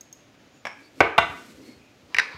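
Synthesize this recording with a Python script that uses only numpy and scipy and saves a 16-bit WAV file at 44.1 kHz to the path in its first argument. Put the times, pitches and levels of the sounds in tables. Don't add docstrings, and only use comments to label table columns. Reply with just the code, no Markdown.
import sys
import numpy as np
from scipy import signal
from scipy.fft import rfft, irfft, next_fast_len
from scipy.io import wavfile
from scipy.ndimage import uniform_filter1d

SR = 44100
rng = np.random.default_rng(int(sys.argv[2]) if len(sys.argv) > 2 else 0)


def wav_record(signal):
    frames = np.transpose(np.atleast_2d(signal))
    bounded = np.clip(frames, -1, 1)
    quanta = np.round(bounded * 32767).astype(np.int16)
    wavfile.write(sys.argv[1], SR, quanta)


N = 104693

# (frequency [Hz], level [dB])
SIMMER_COLOUR = [(50, -10.5), (80, -8), (120, 0.5), (165, -6.5), (270, 1.5), (420, -7.5), (580, -6),
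                 (950, -13), (1900, -14.5), (2600, -14.5), (4000, -19), (5600, -22), (6900, -22.5),
                 (7900, -34), (10000, -35), (15500, -38.5)]
SIMMER_DB = -56

# (time [s], level [dB], ring [dB])
TICKS = [(.0095, -24.5, 6.5), (.1275, -25, 8.5)]
# (frequency [Hz], level [dB])
TICK_COLOUR = [(500, -40), (4000, -18), (6400, -0.5), (8000, -11), (10000, -26), (12000, -11), (15500, -20)]
# (frequency [Hz], energy [dB], t60 [s])
TICK_MODES = [(5220, -10, 0.21), (6470, 11, 0.035), (6670, -6, 0.38), (6640, -19, 0.27), (11650, -18, 0.32),
              (11790, -18, .25), (15200, -14, .08)]

# (time [s], length [s], frequency [Hz], level [dB])
SQUEAKS = [(.5, .14, 6950, -70), (.8, 0.1, 4530, -61), (1.595, 0.2, 2150, -60), (1.6, 0.2, 4300, -61),
           (1.753, .2, 2510, -63)]
SQUEAK_WIDTH_HZ = 110

# (time [s], level [dB], ring [dB])
GRAZES = [(.6527, -3, -13.5), (.6692, -6.5, 0.5)]
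# (frequency [Hz], level [dB])
GRAZE_COLOUR = [(100, -10), (400, -9.5), (600, 2), (1100, 0.5), (1400, -4.5), (2300, 2), (2800, -10.5),
                (3300, -8), (4300, -22), (5500, -15), (7000, -25.5), (15000, -42)]
# (frequency [Hz], energy [dB], t60 [s])
GRAZE_MODES = [(1680, 1, .04), (2000, -6, .03), (2253, -2, .03), (3230, -10.5, 0.023), (5370, -7, .01),
               (5600, -7, .01)]

# (time [s], hiss [dB], flapping [dB])
TOWEL_MOVES = [(.7, -90, -89), (0.799, -64, -54.5), (.92, -71, -66), (1.0, -54.5, -46), (1.14, -76, -84),
               (1.27, -57.5, -47.5), (1.47, -54.5, -50), (1.6, -61, -50), (1.68, -57.5, -46.5),
               (1.8, -69, -58.5), (1.93, -74.5, -74.5), (2.06, -69, -56.5), (2.2, -67, -71.5)]
# (frequency [Hz], level [dB])
TOWEL_HISS = [(500, -4), (2000, -1.5), (4400, -1.5), (8000, -6), (10500, -12.5), (12700, -11),
              (15500, -21.5)]
# (frequency [Hz], level [dB])
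TOWEL_FLAP = [(60, -28.5), (190, -7), (280, 4.5), (360, -5.5), (480, -7.5), (900, -36), (3000, -62.5)]

# (time [s], level [dB], ring [dB], clatter t60 [s], clatter [dB], thud [dB],
# contact [0 heel, 1 flat])
LANDINGS = [(1.0053, 17.5, -3, 0.041, 4, -20, 0), (1.1794, 2.5, -10, 0.0067, 6, -16.5, 1),
            (1.1809, 14.5, 1, 0.04, 3, -17.5, 1), (1.1853, 9.5, -18.5, 0.025, 0, -25, 1)]
# (frequency [Hz], t60 [s], on its heel [dB], flat [dB])
JAR_MODES = [(328.5, 0.1213, 0, -10.5), (410, 0.099, -1.5, -16.5), (462, 0.19, -1.5, -16.5),
             (678.3, 0.11, -2.5, -6.5), (774, 0.1, -0.5, -1), (953.5, 0.16, -3.5, -3.5),
             (983, 0.16, -6, -3.5), (1122, 0.1, -6, -5.5), (1208, 0.048, 3, -5), (1410, 0.076, -4.5, 2.5),
             (1506, 0.1, 5, 3.5), (1570, .11, 2, -9), (1671, 0.101, -5.5, -24), (2013, 0.15, -2.5, -1.5),
             (2200, 0.15, 0, -6), (2397, 0.064, -7, -7), (2765, 0.08, -10.5, -1), (3160, .09, -26.5, -13),
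             (3395, 0.061, -16, -21.5), (3580, 0.058, -23, -1.5), (3820, 0.073, -27.5, -10),
             (4180, .07, -33.5, -18.5), (4970, 0.068, -25.5, -23), (6260, 0.11, -41, -28.5),
             (6530, 0.13, -46.5, -28.5), (8020, 0.12, -51.5, -34)]
# (frequency [Hz], on its heel [dB], flat [dB])
JAR_COLOUR = [(60.5, -24, -35.5), (230, -12, -15.5), (370.4, -0.5, -11.5), (697, 1.5, -1), (1200, -1.5, 2),
              (1620, -8.5, -6.5), (2350, -3.5, -8), (3410, -20, -14), (4540, -26.5, -25.5),
              (7500, -46.5, -35.5), (15480, -48.5, -44.5)]
# (frequency [Hz], energy [dB], t60 [s])
COUNTER_MODES = [(65, -4, 0.23), (86, 1.5, 0.12), (153, 1, 0.11)]
# (time [s], level [dB])
BUMPS = [(1.292, -14), (1.54, -23), (1.76, -25), (2.03, -26), (2.147, -24), (2.343, -15.5)]

# (time [s], level [dB])
DRAG_MOVES = [(2.1, -62), (2.2, -36), (2.29, -48), (2.34, -46), (2.37, -47.5)]
# (frequency [Hz], level [dB])
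DRAG_COLOUR = [(100, -8), (300, -4.5), (450, 10.5), (700, -2), (1000, 13), (1700, 1.5), (3000, -2.5),
               (4500, 2.5), (8000, -32), (15000, -39)]
# (time [s], level [dB], ring [dB], brightness [frequency ratio])
CLACKS = [(2.1456, 5.5, -15.5, 1.076), (2.1670, 0, -19, 1.07), (2.1851, 13, -11.5, 1.038),
          (2.1893, -2, -12, 1.08), (2.1932, 5.5, -21, 1), (2.1972, 8.5, -4, .98)]
# (frequency [Hz], level [dB])
CLACK_COLOUR = [(100, -31.5), (600, -26), (1300, -11), (1650, 0), (2150, 0.5), (2600, -6.5), (3200, -23),
                (4000, -20), (5200, -19), (7200, -35.5), (10000, -37.5), (15000, -55)]
# (frequency [Hz], energy [dB], t60 [s])
CLACK_MODES = [(1541, 4, .08), (1690, -4.5, 0.084), (1910, -17, 0.15), (2020, -1, .05), (2190, -12, 0.037),
               (2300, -28, 0.055), (3100, -21, 0.096), (3690, -11.5, 0.13), (3880, -3, 0.033),
               (4995, -5.5, 0.15), (5730, -12, 0.091)]

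# (frequency [Hz], t60 [s], level [dB])
KITCHEN_BANDS = [(100, .42, -9), (296, .46, -7), (782.5, .41, -10), (2000, 0.53, -8), (4440, 0.37, -9),
                 (8000, 0.45, -8), (15000, .22, -17)]
ROOM_BUILD_S, WALL_S = 0.02, 0.012
CLATTER_EVEN_HZ, ROOM_EVEN_HZ = 300, 200
TOP_HZ = 15700


def undb(db):
    return 10 ** (np.asarray(db) / 20)


def unit(x):
    return x / np.sqrt(np.sum(x ** 2))


def fade(t60):
    return np.exp(-np.log(1000) * np.arange(N) / SR / max(t60, 1e-3))


def at(x, s):
    gap = np.zeros(x.shape[:-1] + (max(int(s * SR), 0),))
    return np.concatenate([gap, x], axis=-1)[..., :N]


def gesture(s, db):
    t = np.arange(N) / SR
    return undb(np.interp(t, s, db)) * (t >= s[0])


def colour(x, points):
    hz, db = np.array(points).T
    size = next_fast_len(N + SR // 4)
    f = np.maximum(np.fft.rfftfreq(size, 1 / SR), 1)
    log_gain = np.log(undb(np.interp(np.log(f), np.log(hz), db)))
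    log_rolloff = np.log(1 + np.square(hz[0] / f) ** 2) / 2
    cepstrum = irfft(log_gain - log_rolloff, size)
    cepstrum[1:size // 2] *= 2
    cepstrum[size // 2 + 1:] = 0
    return irfft(rfft(x, size) * np.exp(rfft(cepstrum)), size)[:N]


def even(env, width_hz, count=2):
    x, size = rng.standard_normal(N) * env, next_fast_len(N)
    for _ in range(count):
        spec = rfft(x, size)
        band_power = uniform_filter1d(abs(spec) ** 2, int(width_hz * size / SR))
        x = irfft(spec / np.sqrt(band_power + 1e-12), size)[:N]
        x[N // 2:] = 0
    return unit(x)


def noise(points, flutter_db, rate):
    step = int(SR / rate)
    steps = np.repeat(rng.standard_normal(N // step + 1), step)
    walk = uniform_filter1d(steps, step)[:N]
    fluttering = colour(rng.standard_normal(N), points) * undb(flutter_db * walk)
    return unit(fluttering) * np.sqrt(N)


def ring(modes):
    t, tone = np.arange(N) / SR, 0
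    for k, (hz, db, t60) in enumerate(modes):
        mode = unit(fade(t60) * np.sin(2 * np.pi * hz * t))
        tone = tone + (-1) ** k * undb(db) * mode
    return unit(tone)


def contact(points, t60, clatter_db):
    push = signal.unit_impulse(N)
    clatter = even(fade(t60) * (1 - fade(0.0051)), CLATTER_EVEN_HZ)
    near = unit(colour(push + undb(clatter_db) * clatter, points))
    sent = unit(colour(push, points))
    return np.array([near, sent])


def blows(rows, points, modes, t60, clatter_db):
    tone, out = ring(modes), 0
    for s, db, ring_db, *bright in rows:
        ratio = bright[0] if bright else 1
        knock = contact(np.array(points) * [ratio, 1], t60, clatter_db)
        out = out + at(undb(db) * (knock + undb(ring_db) * tone), s)
    return out


def simmer():
    return noise(SIMMER_COLOUR, flutter_db=0.87, rate=36) * undb(SIMMER_DB)


def hinge_ticks():
    return blows(TICKS, TICK_COLOUR, TICK_MODES, t60=0.017, clatter_db=18)


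def squeaks():
    t, out = np.arange(N) / SR, 0
    for s, length, hz, db in SQUEAKS:
        b, a = signal.iirpeak(hz, hz / SQUEAK_WIDTH_HZ, fs=SR)
        rub = signal.lfilter(b, a, rng.standard_normal(N))
        swell = np.sin(np.pi * np.clip((t - s) / length, 0, 1))
        out = out + undb(db) * rub / rub.std() * swell
    return out


def graze():
    return blows(GRAZES, GRAZE_COLOUR, GRAZE_MODES, t60=0.052, clatter_db=4)


def towel():
    s, hiss_db, flap_db = np.array(TOWEL_MOVES).T
    hiss = gesture(s, hiss_db) * noise(TOWEL_HISS, flutter_db=1.5, rate=60)
    flap = gesture(s, flap_db) * noise(TOWEL_FLAP, flutter_db=3.1, rate=57)
    return hiss + flap


def jar():
    out = 0
    for s, db, ring_db, t60, clatter_db, thud_db, flat in LANDINGS:
        side = int(flat)
        points = [(row[0], row[1 + side]) for row in JAR_COLOUR]
        modes = [(row[0], row[2 + side], row[1]) for row in JAR_MODES]
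        knock = contact(points, t60, clatter_db)
        glass = undb(ring_db) * ring(modes)
        thud = undb(thud_db) * ring(COUNTER_MODES)
        out = out + at(undb(db) * (knock + glass + thud), s)
    return out


def bumps():
    thud = unit(ring(COUNTER_MODES) * (1 - fade(0.014)))
    return sum(at(undb(db) * thud, s) for s, db in BUMPS)


def drag():
    return gesture(*np.array(DRAG_MOVES).T) * noise(DRAG_COLOUR, flutter_db=0.5, rate=210)


def tongs():
    return blows(CLACKS, CLACK_COLOUR, CLACK_MODES, t60=0.014, clatter_db=2.5)


def kitchen(x):
    hz, t60, db = np.array(KITCHEN_BANDS).T
    size = 2 ** 17
    log_f = np.log(np.maximum(np.fft.rfftfreq(size, 1 / SR), 1))
    mean_t60 = t60.mean()
    spec = rfft(even(fade(mean_t60) * (1 - fade(ROOM_BUILD_S)), ROOM_EVEN_HZ), size)
    t, tail = np.minimum(np.arange(N) / SR, 1), 0
    for k in range(len(hz)):
        share = np.interp(log_f, np.log(hz), np.eye(len(hz))[k])
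        band = irfft(spec * share)[:N]
        tail = tail + undb(db[k]) * band * np.exp(np.log(1000) * t * (1 / mean_t60 - 1 / t60[k]))
    response = at(tail, WALL_S)[:SR]
    return signal.fftconvolve(x, response)[:N]


def scene():
    hinge, spoon_rest, metal = hinge_ticks(), graze(), tongs()
    glass = jar() + bumps()
    near = (hinge + spoon_rest + glass + metal)[0]
    sent = undb(-3.5) * hinge + undb(1.0) * spoon_rest + undb(0.35) * glass + undb(-5.5) * metal
    room = kitchen(sent[1])
    return (near + room + simmer() + squeaks() + towel() + drag())[None]


def record(dry):
    low_pass = signal.ellip(8, 0.2, 70, TOP_HZ, fs=SR, output="sos")
    return signal.sosfilt(low_pass, np.clip(dry, -1, 1))


dry = scene()
out = record(dry)
wav_record(out)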